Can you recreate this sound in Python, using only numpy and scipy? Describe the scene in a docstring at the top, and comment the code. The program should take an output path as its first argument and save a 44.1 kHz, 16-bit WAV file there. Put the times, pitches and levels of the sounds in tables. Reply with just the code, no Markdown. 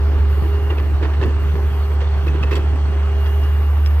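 """A small diesel excavator works a heap of soil across an open yard. From the start its four-cylinder
engine drones and throbs under the whine of the hydraulics and a high hiss that comes and goes. The bucket
scoops: its shell booms, its pins clank and soil thuds down, heaviest at about 1.2 s. A dry pin squeaks
just after 2 s, then the lift brings a second flurry of booms and clanks, with stones clicking on steel.
In the last second the soil has settled, a thin whistle swells and a few more stones click."""
import sys
import numpy as np
from scipy import signal
from scipy.fft import rfft, irfft
from scipy.io import wavfile
from scipy.ndimage import uniform_filter1d

SR = 44100
rng = np.random.default_rng(int(sys.argv[2]) if len(sys.argv) > 2 else 0)


def transcribe(signal):
    """Save signal, clipped to [-1, 1], as a 16-bit WAV file at the path in sys.argv[1]."""
    frames = np.atleast_2d(signal).T
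    limited = np.clip(frames, -1, 1)
    pcm = np.round(limited * 32767).astype(np.int16)
    wavfile.write(sys.argv[1], SR, pcm)


N = 176400
HIT_SAMPLES = 16384


# the deep exhaust drone (time [s], level [dB])
DRONE = [(0, -13.5), (.3, -14), (.6, -16.5), (1.2, -16), (1.6, -16.4), (2.3, -16), (2.85, -16),
         (3.1, -15.5), (3.5, -14.5), (3.85, -13.2)]
# its octave, strong under load (time [s], level [dB])
DRONE_OCTAVE = [(0, -39.5), (.7, -46), (1.3, -39.5), (2.0, -42.5), (2.35, -35), (3.0, -41), (3.4, -47),
                (4, -50)]
# hums either side of the drone, fading once the bucket is up (time [s], upper [dB], lower [dB])
THROB = [(0, -35, -48), (.6, -33.5, -46), (1.5, -33.5, -41), (2.0, -35.5, -36), (2.35, -43, -34.5),
         (2.85, -41, -34.5), (3.15, -44, -47), (4, -48, -52)]

def exhaust(firings):
    """The deep firing tone and its octave; two weaker hums beat against it and make it throb."""
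    t, phase = np.arange(N) / SR, 2 * np.pi * firings
    tone = amp(curve(DRONE)) * (1 + .034 * drift(22)) * np.sin(phase)
    tone += amp(curve(DRONE_OCTAVE)) * np.sin(2 * phase)
    for hz, db in ((85.9, curve(THROB)), (67.2, curve(THROB, column=2))):
        tone += amp(db) * np.sin(2 * np.pi * hz * t + .4 * drift(1.2))
    return pan(-1.07) * np.sqrt(2) * tone


# tone colour of engine and fan (frequency [Hz], relative level [dB])
ROAR_SPECTRUM = [(20, -8), (40, 0), (62, 8), (100, 7), (150, -4.5), (210, -7), (350, -5), (450, -7.5),
                 (600, -10.5), (850, -9), (1150, -9), (1800, -15), (2350, -20), (2900, -20), (3800, -26.5),
                 (6000, -35), (8500, -42.5), (11000, -48), (15500, -45.5)]
# where each band of the roar sits (frequency [Hz], left over right [dB])
ROAR_PAN = [(60, -1), (200, 0.03), (380, -4), (700, -.5), (1290, -2), (2380, -2.5), (4400, -1.5),
            (6000, 0.9), (8120, 8), (15000, 9.8)]

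def roar(firings):
    """Fan and combustion noise; its upper part rattles with each firing."""
    hz, _, bands = signal.stft(noise(ROAR_SPECTRUM), SR, nperseg=1024)
    # patches of the spectrum swell and sink at random
    patches = uniform_filter1d(rng.standard_normal(bands.shape[1:]), size=14, axis=0)
    patch_db = 1.5 * unit(uniform_filter1d(patches, size=5, axis=1))
    sides = amp(np.array([[.5], [-.5]]) * at_hz(ROAR_PAN, hz))[:, :, None]
    rush = signal.istft(bands * sides * amp(patch_db), SR, nperseg=1024)[1][:, :N]
    top = signal.sosfiltfilt(signal.butter(2, 600, "high", fs=SR, output="sos"), rush)
    knock = .061 * np.cos(2 * np.pi * firings) + .07 * drift(150)
    return amp(-30.5) * (rush + top * knock)


def harmonic(cycles, order):
    """One engine harmonic of rms 1, wavering in level and phase."""
    waver = amp(2 * drift(2.9))
    return unit(waver * np.sin(2 * np.pi * order * cycles + .41 * drift(6.6)))


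# weaker engine tones (multiple of the four-stroke cycle rate, level before the swing [dB])
HARMONICS = [(3, -44.5), (5, -50.5), (6, -46), (16, -49), (20, -51.5), (28, -62), (36, -51.5), (44, -49.5),
             (51, -61.5), (63, -53.5), (95, -66)]
# level ride as the body swings (time [s], gain below 500 Hz [dB], gain above [dB])
SWING = [(0, 2, 0.5), (.6, 1.5, 0), (1.4, .5, -0.5), (1.9, -2.5, -0.5), (2.4, 0.5, 1), (3.0, -1, 0),
         (3.4, -0.5, 0.5), (4, -3.5, -0.6)]

def engine(firings, cycles):
    """Exhaust, roar and harmonics; the machine's body shields the last two as it swings."""
    running = roar(firings) + sum(amp(db) * harmonic(cycles, order) for order, db in HARMONICS)
    bass = signal.sosfiltfilt(signal.butter(2, 500, fs=SR, output="sos"), running)
    bass_gain, treble_gain = amp(curve(SWING)), amp(curve(SWING, column=2))
    return exhaust(firings) + bass_gain * bass + treble_gain * (running - bass)


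# hollow booms of the bucket (time [s], level [dB], pitch [Hz])
BOOMS = [(.118, -26, 350), (.434, -23, 360), (.456, -24, 370), (.53, -28, 390), (.711, -19.5, 375),
         (.8, -28, 370), (.91, -28, 370), (1.012, -17, 400), (1.03, -20, 350), (1.072, -27, 370),
         (1.178, -22, 370), (1.214, -14.5, 390), (1.24, -16.5, 370), (1.29, -25, 390), (1.56, -25, 360),
         (1.58, -25, 380), (1.612, -26, 375), (2.016, -25, 470), (2.263, -20.5, 385), (2.308, -26, 350),
         (2.346, -23, 340), (2.38, -30, 390), (2.43, -22, 430), (2.513, -14.5, 385), (2.542, -18, 355),
         (2.572, -21, 350), (2.603, -25, 370)]
# the shell's modes for a boom pitched at 374 Hz (frequency [Hz], relative level [dB], T60 [s])
SHELL_MODES = [(270, -12, .06), (330, -5, .07), (374.3, -1, .06), (422.5, -7, .08), (474, -13, .07)]

def bucket_booms():
    """The steel shell booms, at a new pitch for each spot that is struck."""
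    out = np.zeros((2, N))
    for s, db, hz in BOOMS:
        boom = ring(SHELL_MODES, stretch=hz / 374, rise=.0072, detune=.025)
        add(out, s, pan(-4.5) * amp(db) * boom)
    return out


# clanks of the bucket and its pins
# (time [s], rattle [dB], ring [dB], ring pitch [Hz], scraping contact [s], treble tilt [dB/octave])
CLANKS = [(.701, -25, -32, 2813, 0.0065, -2.5), (.716, -35, -40, 2400, .008, -4),
          (.779, -32, -38, 2600, 0.019, -1.5), (1.025, -28, -40, 2350, 0.013, -1.5),
          (1.045, -28, -38, 2550, 0.011, -2), (1.135, -33.5, -45, 2750, 0.0086, -1),
          (1.211, -28.5, -51, 2760, 0.01, -1.5), (1.227, -26.5, -29.5, 2700, 0.009, -.5),
          (1.553, -28, -58, 2600, 0.0049, -6), (1.901, -32.5, -55, 2600, .022, -8),
          (2.004, -33.5, -43, 2850, 0.02, -0.5), (2.262, -32, -54, 2600, 0.0081, -3),
          (2.277, -30.5, -29.5, 2604, .008, 0), (2.341, -34, -55, 2558, 0.016, -6),
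          (2.429, -28.5, -24.5, 2630, 0.008, 0), (2.509, -25.5, -46, 2600, .013, -0.5),
          (2.526, -29, -26, 2640, 0.014, 1.5), (2.554, -31.5, -36, 3330, 0.012, 3.5),
          (2.569, -32, -36, 3330, 0.0097, -2), (3.258, -37, -38, 3300, 0.016, 1.5)]
# tone colour of the rattle before the tilt (frequency [Hz], relative level [dB])
RATTLE_SPECTRUM = [(200, -9), (450, 14.5), (700, -6), (1000, 6.5), (1350, -0.5), (1600, 0), (1900, 4.5),
                   (2300, -3.5), (3200, -3), (4200, -10), (6000, -18.5), (9000, -30.5), (15000, -55)]
# a pin's modes for a ring pitched at 2612 Hz (frequency [Hz], relative level [dB], T60 [s])
PIN_MODES = [(1870, -12, 0.096), (2590, 3, 0.061), (2720, -13, .035), (3220, -17, .07)]
PIN_PAN_DB, TILT_FROM_HZ = -3.5, 1150

def pin_clanks():
    """Steel scrapes on steel in a gritty rattle, and the pin rings."""
    out = np.zeros((2, N))
    for s, rattle_db, ring_db, ring_hz, contact_s, tilt_db in CLANKS:
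        colour = [(hz, db + tilt_db * max(np.log2(hz / TILT_FROM_HZ), 0)) for hz, db in RATTLE_SPECTRUM]
        rattle = amp(rattle_db) * burst(colour, rise=.002, t60=.057, hold=contact_s)
        ringing = amp(ring_db) * ring(PIN_MODES, stretch=ring_hz / 2612, rise=.002, detune=.0022)
        add(out, s, pan(PIN_PAN_DB) * (rattle + ringing))
    return out


# stones on steel (time [s], level [dB], left over right [dB], ring pitch [Hz])
STONES = [(2.426, -39, 4, 5600), (2.518, -42, 11, 5230), (2.553, -32, 10, 7600), (2.556, -34.5, 12, 4540),
          (2.565, -36.5, 6, 7440), (3.435, -40, 10, 5200), (3.860, -26.5, -1, 5250), (3.871, -34, 0, 4900)]
# tone colour of a click (frequency [Hz], relative level [dB])
CLICK_SPECTRUM = [(1000, -2), (1600, 4), (3000, 6), (4200, -3), (5400, 0), (6800, -10), (9200, -15),
                  (15000, -23)]

def stone_clicks():
    """Each stone hits the bucket with a bright click and a tiny ring."""
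    out = np.zeros((2, N))
    for s, db, pan_db, hz in STONES:
        click = burst(CLICK_SPECTRUM, rise=.0015, t60=.021)
        ringing = amp(-6) * ping(hz, rise=.0015, t60=.035)
        add(out, s, pan(pan_db) * amp(db) * (click + ringing))
    return out


# soil thudding down (time [s], level [dB], pitch [Hz])
THUDS = [(.1, -34, 100), (.27, -28, 105), (.418, -20.5, 112), (.57, -26, 120), (.81, -28, 110.4),
         (1.04, -27, 130), (1.194, -21.5, 126), (1.25, -17, 90.3), (1.255, -21.5, 165), (1.274, -23, 240),
         (1.418, -23.5, 115), (1.452, -26, 140), (1.534, -22, 140.8), (1.612, -28, 138), (2.161, -25, 135),
         (2.24, -28, 140), (2.295, -23, 151), (2.338, -23, 149.7), (2.41, -23, 140.2), (2.525, -31, 170),
         (2.6, -23.5, 114), (2.743, -26.5, 135.4), (2.853, -24, 115), (2.885, -25.5, 140)]
# dark colour of the crumbling (frequency [Hz], relative level [dB])
CRUMBLE_SPECTRUM = [(30, -18), (76, -1), (110, 3.5), (165, -0.5), (280, -3.5), (450, -10.5), (1500, -47)]

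def soil_thuds():
    """Clods land with a short, dull push, then crumble."""
    out = np.zeros((2, N))
    for s, db, hz in THUDS:
        push = ping(hz, rise=.006, t60=.067)
        crumble = amp(-9) * noise(CRUMBLE_SPECTRUM, HIT_SAMPLES) * envelope(rise=.006, t60=.24)
        add(out, s, pan(8) * amp(db) * (push + crumble))
    return out


# whine of the hydraulic pump (time [s], level [dB])
PUMP_WHINE = [(0, -36.5), (.35, -38), (.52, -31.5), (.7, -35), (.92, -42), (1.35, -38), (2.1, -39.5),
              (2.6, -36.5), (2.75, -42.5), (3.0, -37.5), (3.41, -37), (3.46, -40.5), (3.6, -41.5), (4, -52)]

def pump_whine(cycles):
    """The pump beats eleven times to a turn of the shaft, so 22 times to an engine cycle."""
    level = amp(curve(PUMP_WHINE) + .69 * drift(9.9))
    return pan(-5) * level * np.sqrt(2) * np.sin(2 * np.pi * 22 * cycles)


# the strongest thin whistle (time [s], pitch [Hz], level [dB])
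LEAD_WHISTLE = [(0, 2820, -60), (.3, 2820, -55), (.6, 2826, -48), (.95, 2790, -59), (1.4, 2812, -53),
                (1.65, 2799, -59), (2.1, 2820, -57), (2.7, 2820, -56.5), (3.05, 2840, -51.5),
                (3.3, 2830, -48), (3.46, 2850, -48), (3.72, 2820, -52), (4, 2840, -58)]
# fainter whistles, silent if the start lies after the end
# (start [s], end [s], pitch [Hz], width [Hz], level [dB], left over right [dB])
FAINT_WHISTLES = [(0, 4.5, 1750, 12, -58.5, 1), (10, 3.45, 2428, 11.5, -55, -3),
                  (2.75, 3.55, 2979, 17, -58, -4), (1.5, 3.55, 3262, 31, -59, -9),
                  (0, 3.3, 4340, 92, -64.5, -13.5), (1, 3.5, 6030, 230, -71, 17),
                  (0.8, 3.2, 7880, 280, -75, 19), (3.5, 4, 12620, 160, -62, 9)]

def hydraulic_whistles():
    """One thin whistle wavers in pitch while fuzzy ones fade in and out around it."""
    t, fade_s = np.arange(N) / SR, .068
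    phase = 2 * np.pi * np.cumsum(curve(LEAD_WHISTLE)) / SR + 1.2 * drift(40)
    level = amp(curve(LEAD_WHISTLE, column=2) + 2 * drift(12))
    out = pan(-4) * level * np.sqrt(2) * np.sin(phase)
    for start, end, hz, width_hz, db, pan_db in FAINT_WHISTLES:
        gate = np.clip(np.minimum(t - start, end - t) / fade_s, 0, 1)
        out += pan(pan_db) * gate * amp(db + 1.5 * drift(4)) * fuzzy_tone(hz, width_hz)
    return out


# level ride of the hiss (time [s], relative level [dB])
HISS_RIDE = [(0, -55), (.28, -58), (.30, -48.5), (.5, -48.5), (.56, -56), (.65, -50.5), (.84, -52),
             (1.02, -60), (1.25, -61), (1.38, -70), (1.40, -53.5), (1.75, -49.5), (1.95, -53), (1.98, -74),
             (2.11, -75), (2.16, -62), (2.28, -50), (2.32, -72), (2.49, -58), (2.51, -49), (2.58, -50),
             (2.62, -72), (3.17, -57), (3.21, -47.5), (3.38, -47), (3.65, -51), (4, -49.5)]
# its airy colour (frequency [Hz], relative level [dB])
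HISS_SPECTRUM = [(3000, -34), (7000, -15), (10600, -6.5), (11450, 0), (11950, -1.5), (12600, 4),
                 (13150, -4), (13800, -1), (14250, 2.5), (14700, -2.5), (15800, -9)]

def high_hiss():
    """A thin, high hiss cuts in and out on the left."""
    return pan(10) * amp(curve(HISS_RIDE) - 6) * noise(HISS_SPECTRUM)


def pin_squeak(at_s=2.065, swell_s=.025):
    """A dry pin gives one short, fuzzy squeal that swells and fades."""
    swell = np.exp(-((np.arange(N) / SR - at_s) / swell_s) ** 2)
    return pan(PIN_PAN_DB) * amp(-46) * swell * fuzzy_tone(3600, width_hz=250)


def tree_echo(sound):
    """A weak, diffuse echo from the edge of the wood."""
    tail = noise([(200, -2), (2000, 0), (10000, -13)], HIT_SAMPLES) * envelope(rise=.037, t60=.31)
    return amp(-16) * signal.fftconvolve(sound, tail / np.linalg.norm(tail[0]), axes=1)[:, :N]


# how alike left and right are in every noise layer (frequency [Hz], correlation [0-1])
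STEREO_LIKENESS = [(60, 0.75), (150, 0.57), (350, 0.9), (700, 0.73), (1300, 0.75), (2800, 0.8),
                   (5000, 0.14), (12000, 0.18)]

def noise(spectrum, size=N):
    """Coloured stereo noise of rms 1, partly alike on the two sides."""
    hz = np.fft.rfftfreq(size, 1 / SR)
    mid, side = rfft(rng.standard_normal((2, size)))
    likeness = at_hz(STEREO_LIKENESS, hz)
    mid, side = mid * np.sqrt(1 + likeness), side * np.sqrt(1 - likeness)
    return unit(irfft(np.array([mid + side, mid - side]) * amp(at_hz(spectrum, hz)), size))


def envelope(rise, t60, hold=0):
    """A short rise, a hold, then a fall of 60 dB in t60; all in seconds."""
    t = np.arange(HIT_SAMPLES) / SR
    return np.minimum(t / rise, 1) * np.exp(-np.log(1000) * np.maximum(t - rise - hold, 0) / t60)


def burst(spectrum, rise, t60, hold=0):
    """A crowd of tiny impacts that dies away."""
    grit = amp(2.7 * drift(250)[:HIT_SAMPLES])
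    return unit(noise(spectrum, HIT_SAMPLES) * grit) * envelope(rise, t60, hold)


def ping(hz, rise, t60):
    """One damped vibration."""
    return envelope(rise, t60) * np.sin(2 * np.pi * hz * np.arange(HIT_SAMPLES) / SR)


def ring(modes, stretch, rise, detune):
    """Struck steel: all modes shift in pitch by stretch, and each is detuned a little at random."""
    return sum(amp(db) * ping(hz * stretch * (1 + detune * rng.standard_normal()), rise, t60)
               for hz, db, t60 in modes)


def fuzzy_tone(hz, width_hz):
    """A narrow band of noise around one pitch, rms 1."""
    phase = 2 * np.pi * hz * np.arange(N) / SR
    return drift(width_hz / 2) * np.sin(phase) + drift(width_hz / 2) * np.cos(phase)


def drift(rate_hz):
    """A random wander of rms 1, mostly slower than rate_hz."""
    hz = np.fft.rfftfreq(N, 1 / SR)
    return unit(irfft(rfft(rng.standard_normal(N)) / (1 + (hz / rate_hz) ** 4), N))


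def amp(db):
    """Decibels to gain."""
    return 10 ** (np.asarray(db) / 20)


def unit(x):
    """Scales to rms 1."""
    return x / np.sqrt(np.mean(x ** 2) + 1e-20)


def curve(rows, column=1):
    """One column of a time table at every sample."""
    rows = np.array(rows)
    return np.interp(np.arange(N) / SR, rows[:, 0], rows[:, column])


def at_hz(rows, hz):
    """Reads a frequency table on a log-frequency axis."""
    table_hz, value = np.transpose(rows)
    return np.interp(np.log(hz + 1), np.log(table_hz), value)


def pan(db):
    """Left and right gains for a level difference; positive is left."""
    return amp([[db / 2], [-db / 2]])


def add(mix, s, sound):
    """Mixes a sound in at s seconds."""
    part = mix[:, round(s * SR):][:, :sound.shape[-1]]
    part += sound[..., :part.shape[1]]


# governed engine speed (time [s], firing rate [Hz])
FIRING_RATE = [(0, 73), (.35, 72.7), (.6, 74), (.9, 73.7), (1.1, 72.6), (1.3, 73.7), (1.7, 73.2),
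               (2.4, 72.5), (2.7, 73.5), (2.95, 72.7), (3.4, 73.4), (4, 74)]

def scene():
    """Engine and pump share one speed; only the steel echoes; the mix reaches the left ear first."""
    firings = np.cumsum(curve(FIRING_RATE)) / SR
    cycles = firings / 4  # four cylinders fire in each cycle
    steel = bucket_booms() + pin_clanks() + stone_clicks() + pin_squeak()
    diesel = engine(firings, cycles)
    hydraulics = pump_whine(cycles) + hydraulic_whistles()
    left, right = diesel + hydraulics + high_hiss() + steel + tree_echo(steel) + soil_thuds()
    lag = round(.0001 * SR)
    return np.array([left, np.pad(right, (lag, 0), "edge")[:N]])


def record(dry):
    """A steep low-pass trims the very top of the treble."""
    lowpass = signal.firwin(1023, 15780, window=("kaiser", 9), fs=SR)
    return signal.oaconvolve(dry, lowpass[None], "same")


dry = scene()
out = record(dry)
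transcribe(out)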